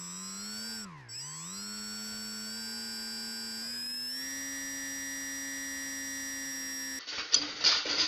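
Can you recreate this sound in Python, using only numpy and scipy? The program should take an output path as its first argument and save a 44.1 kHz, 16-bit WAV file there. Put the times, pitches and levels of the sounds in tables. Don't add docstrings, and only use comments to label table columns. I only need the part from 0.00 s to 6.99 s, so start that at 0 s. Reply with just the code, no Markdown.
import sys
import numpy as np
from scipy import signal
from scipy.fft import rfft, irfft, next_fast_len
from scipy.io import wavfile

SR = 44100
rng = np.random.default_rng(int(sys.argv[2]) if len(sys.argv) > 2 else 0)


def to_wav(sig):
    pcm = np.clip(np.atleast_2d(sig), -1, 1) * 32767
    pcm = np.round(pcm).astype(np.int16)
    wavfile.write(sys.argv[1], SR, pcm.T)


N = 308259
TIME_S = np.arange(N) / SR

# start in seconds, shaft speed then headed for in turns per s (Hz).
THROTTLE_MOVES = [(0, 88.61), (0.078, 97.59), (0.331, 108.44), (0.516, 113.24), (0.729, 94.42),
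                  (0.813, 58.01), (0.971, 47.45), (1.094, 80.09), (1.321, 86.01), (1.408, 105.72),
                  (1.84, 107.78), (2.43, 112.73), (3.583, 122.32), (3.863, 125.03), (4.056, 134.84),
                  (4.088, 136.37), (5.628, 135.72), (6.393, 133.66)]
# time in seconds, gain of electric sounds (0 to 1).
DRIVE_CURRENT = [(0, 1), (.81, 1), (.846, .55), (.852, 0), (1.086, 0), (1.094, .45), (1.15, 1), (7, 1)]
PROPELLER_ORDERS = [1, 2, 3, 4, 5, 6]
PROPELLER_LEVELS_DB = [-25, 0.5, -22, -13, -29, -24]
WOBBLE_ORDERS = [(-2, 1), (-1, 1), (1, -1), (2, 1)]
# level in dB re the whine, extra dB at full whirl.
WOBBLE_LEVELS_DB = [(-23, 9.5), (-2.5, 0), (-34, 28), (-21.5, 13.5)]
COGGING_ORDERS = [8, 10, 11, 12, 25, 28, 37, 56, 84]
COGGING_LEVELS_DB = [-66.5, -78.5, -57, -61.5, -71, -59, -60, -59, -54]
FORCE_ORDERS = [(0, 21), (0, 56), (0, 63), (0, 70), (0, 84), (0, 105), (1, 21), (1, 42), (1, -28), (1, -42),
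                (1, -63), (1, -126), (2, -63), (2, -105)]
# level in dB at cruise, before the bell response.
FORCE_LEVELS_DB = [-65, -63, -52.5, -61, -43.5, -52, -52, -47, -53, -43.5, -64, -47, -56, -51.5]
# frequency in Hz, gain in dB.
BELL_RESPONSE = [(300, -46), (2000, -15.5), (3800, -24), (4600, -9.5), (5200, -1.5), (5800, -11.5),
                 (6600, -18), (8000, -15), (10800, -32.5), (12200, -18), (14000, -19)]
# frequency in Hz, gain in dB.
HULL_RESPONSE = [(100, -6), (350, -0.5), (650, -17.5), (880, -9), (1035, 3.5), (1200, -9), (1600, -3.5),
                 (1900, 0), (2250, -8), (2700, -9.5), (3500, -27), (5200, -22), (7000, -30), (14000, -44)]
# frequency in Hz, relative density in dB.
HASH_SHAPE = [(200, -28), (1500, 11), (3500, 1), (4400, 1), (5200, 12.5), (5900, -3.5), (6700, 2.5),
              (9000, 4), (14000, -3.5)]
# frequency in Hz, relative density in dB.
WASH_SHAPE = [(20, 1.5), (50, -2.5), (110, -3.5), (250, -11.5), (600, -16), (1500, -18), (5000, -18),
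              (14000, -45)]

INERTIA_S, CRUISE_HZ = .069, 115
BLADE_DB, BLADE_POWER = -44, 1.7
MAGNET_DB, MAGNET_POWER = -44.5, 3.06
COMMUTATION_DB, COMMUTATION_POWER = -31.5, 3.62
SURGE_DB, SURGE_HZ_PER_S = -39, 100
CHOPPER_HZ, CHOPPER_SAG_HZ_PER_HZ, CHOPPER_DB = 7805, .89, -44
SIDEBAND_DB, MID_DUTY_HZ, DUTY_WIDTH_HZ = -37.5, 107, 39
WHIRL_HZ, WHIRL_WIDTH_HZ = 134, 7.7
SWAY_HZ, SWAY_WIDTH_HZ, SWAY_DB = 108, 4.9, -65
RATTLE_DB, BEARING_HISS_DB, BUZZ_DB, HASH_DB, WASH_DB = -57, -66.5, -55, -53, -58.5
OVERLOAD_DB, CUTOFF_HZ = -36, 14200


def from_db(db):
    return 10 ** (np.asarray(db) / 20)


def gain_at(response, hz):
    points_hz, points_db = np.transpose(response)
    return from_db(np.interp(np.log(np.abs(hz) + 1), np.log(points_hz), points_db))


def coloured(x, response):
    size = next_fast_len(N)
    spectrum = rfft(x, size) * gain_at(response, np.fft.rfftfreq(size, 1 / SR))
    y = irfft(spectrum, size)[:N]
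    return y / y.std()


def drift(rate_hz):
    r = np.exp(-80 * np.pi * rate_hz / SR)
    noise = rng.standard_normal(N // 40 + 2002)
    slow = signal.lfilter([1], [1, -2 * r, r * r], noise)[2000:]
    return np.interp(np.arange(N) / 40, np.arange(len(slow)), slow / slow.std())


def tone(angle_rad, level_db):
    return np.sqrt(2) * from_db(level_db) * np.cos(angle_rad)


def every_turn(angle_rad, count=110, size=4096):
    overtones = np.exp(2j * np.pi * rng.random(count))
    pattern = irfft(np.r_[0, overtones], size)
    return np.interp(angle_rad, np.arange(size) * 2 * np.pi / size, pattern, period=2 * np.pi)


def near(speed_hz, centre_hz, width_hz):
    return 1 / (1 + ((speed_hz - centre_hz) / width_hz) ** 2)


def shaft_speed():
    speed_hz = np.full(N, float(THROTTLE_MOVES[0][1]))
    for (_, before_hz), (start_s, after_hz) in zip(THROTTLE_MOVES, THROTTLE_MOVES[1:]):
        age = np.maximum(TIME_S - start_s, 0) / INERTIA_S
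        speed_hz += (after_hz - before_hz) * (1 - (1 + age) * np.exp(-age))
    return speed_hz


def propeller(angle_rad, speed_hz, pace, flutter_db=0.32):
    hum = sum(tone(k * angle_rad, BLADE_DB + db) for k, db in zip(PROPELLER_ORDERS, PROPELLER_LEVELS_DB))
    sway = tone(angle_rad, SWAY_DB) * near(speed_hz, SWAY_HZ, SWAY_WIDTH_HZ)
    return (hum * pace ** BLADE_POWER + sway) * from_db(flutter_db * drift(9))


def magnets(angle_rad, speed_hz, pace, flutter_db=1.18, poles=14):
    def through_hull(k, db):
        force = tone(k * angle_rad, db + flutter_db * drift(10.5))
        return force * gain_at(HULL_RESPONSE, k * speed_hz)

    whirl = near(speed_hz, WHIRL_HZ, WHIRL_WIDTH_HZ)
    whine = through_hull(poles, MAGNET_DB)
    wobble = 0
    for (k, sign), (db, whirl_db) in zip(WOBBLE_ORDERS, WOBBLE_LEVELS_DB):
        wobble += sign * through_hull(poles + k, MAGNET_DB + db + whirl_db * whirl)
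    cogging = sum(through_hull(k, db) for k, db in zip(COGGING_ORDERS, COGGING_LEVELS_DB))
    return (whine + wobble) * pace ** MAGNET_POWER + cogging


def windings(angle_rad, speed_hz, pace, surge, flutter_db=3.0, waver_db=0.55):
    chopper_hz = CHOPPER_HZ - CHOPPER_SAG_HZ_PER_HZ * speed_hz
    chop_rad = 2 * np.pi * np.cumsum(chopper_hz) / SR

    def through_bell(m, k, db):
        force = tone(m * chop_rad + k * angle_rad, db)
        return force * gain_at(BELL_RESPONSE, m * chopper_hz + k * speed_hz)

    steady_current = from_db(COMMUTATION_DB) * pace ** COMMUTATION_POWER
    current = np.maximum(steady_current + from_db(SURGE_DB) * surge, 0)
    commutation = current * through_bell(0, 42, waver_db * drift(6))
    duty = np.exp(-((speed_hz - MID_DUTY_HZ) / DUTY_WIDTH_HZ) ** 2)
    sideband = duty * through_bell(1, -21, SIDEBAND_DB + waver_db * drift(6))
    ripple = pace ** -.5
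    weaker = sum(through_bell(m, k, db + flutter_db * drift(8.1))
                 for (m, k), db in zip(FORCE_ORDERS, FORCE_LEVELS_DB))
    return tone(chop_rad, CHOPPER_DB) + commutation + sideband + ripple * weaker


def switching_noise(angle_rad, pace):
    buzz = from_db(BUZZ_DB) * coloured(every_turn(angle_rad), HASH_SHAPE)
    hiss = from_db(HASH_DB) * coloured(rng.standard_normal(N), HASH_SHAPE)
    return (buzz + hiss) * pace ** 2


def bell_ring(level_db=-57):
    kicks = coloured(rng.standard_normal(N), BELL_RESPONSE)
    return from_db(level_db) * coloured(kicks, BELL_RESPONSE)


def bearings(angle_rad, pace, power=1.0, throb=0.76):
    rattle = from_db(RATTLE_DB) * coloured(every_turn(angle_rad), HULL_RESPONSE)
    throbbing = rng.standard_normal(N) * (1 + throb * np.cos(angle_rad))
    hiss = from_db(BEARING_HISS_DB) * coloured(throbbing, HULL_RESPONSE)
    return (rattle + hiss) * pace ** power


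def wash(pace, swell_db=2.5, power=1.7):
    level = from_db(WASH_DB + swell_db * drift(7.9)) * pace ** power
    return level * coloured(rng.standard_normal(N), WASH_SHAPE)


def scene(speed_jitter=0.000184):
    steady_hz = shaft_speed()
    surge = np.gradient(steady_hz) * SR / SURGE_HZ_PER_S
    speed_hz = steady_hz * (1 + speed_jitter * drift(16.0))
    angle_rad = 2 * np.pi * np.cumsum(speed_hz) / SR
    pace = speed_hz / CRUISE_HZ
    mechanical = propeller(angle_rad, speed_hz, pace) + magnets(angle_rad, speed_hz, pace)
    mechanical += bearings(angle_rad, pace)
    electric = windings(angle_rad, speed_hz, pace, surge)
    electric += switching_noise(angle_rad, pace) + bell_ring()
    drive_s, drive_gain = np.transpose(DRIVE_CURRENT)
    drive = np.interp(TIME_S, drive_s, drive_gain)
    return (drive * electric + mechanical + wash(pace))[None]


def record(dry, hardness=3.9, low_cut_hz=35):
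    drive = signal.resample_poly(dry, 2, 1, axis=-1) / from_db(OVERLOAD_DB)
    flat = from_db(OVERLOAD_DB) * drive / (1 + np.abs(drive) ** hardness) ** (1 / hardness)
    flat = signal.resample_poly(flat, 1, 2, axis=-1)
    high_pass = signal.butter(1, low_cut_hz, "high", fs=SR, output="sos")
    low_pass = signal.firwin(255, CUTOFF_HZ, window=("kaiser", 9), fs=SR)
    return signal.fftconvolve(signal.sosfilt(high_pass, flat), low_pass[None], "same")


dry = scene()
out = record(dry)
to_wav(out)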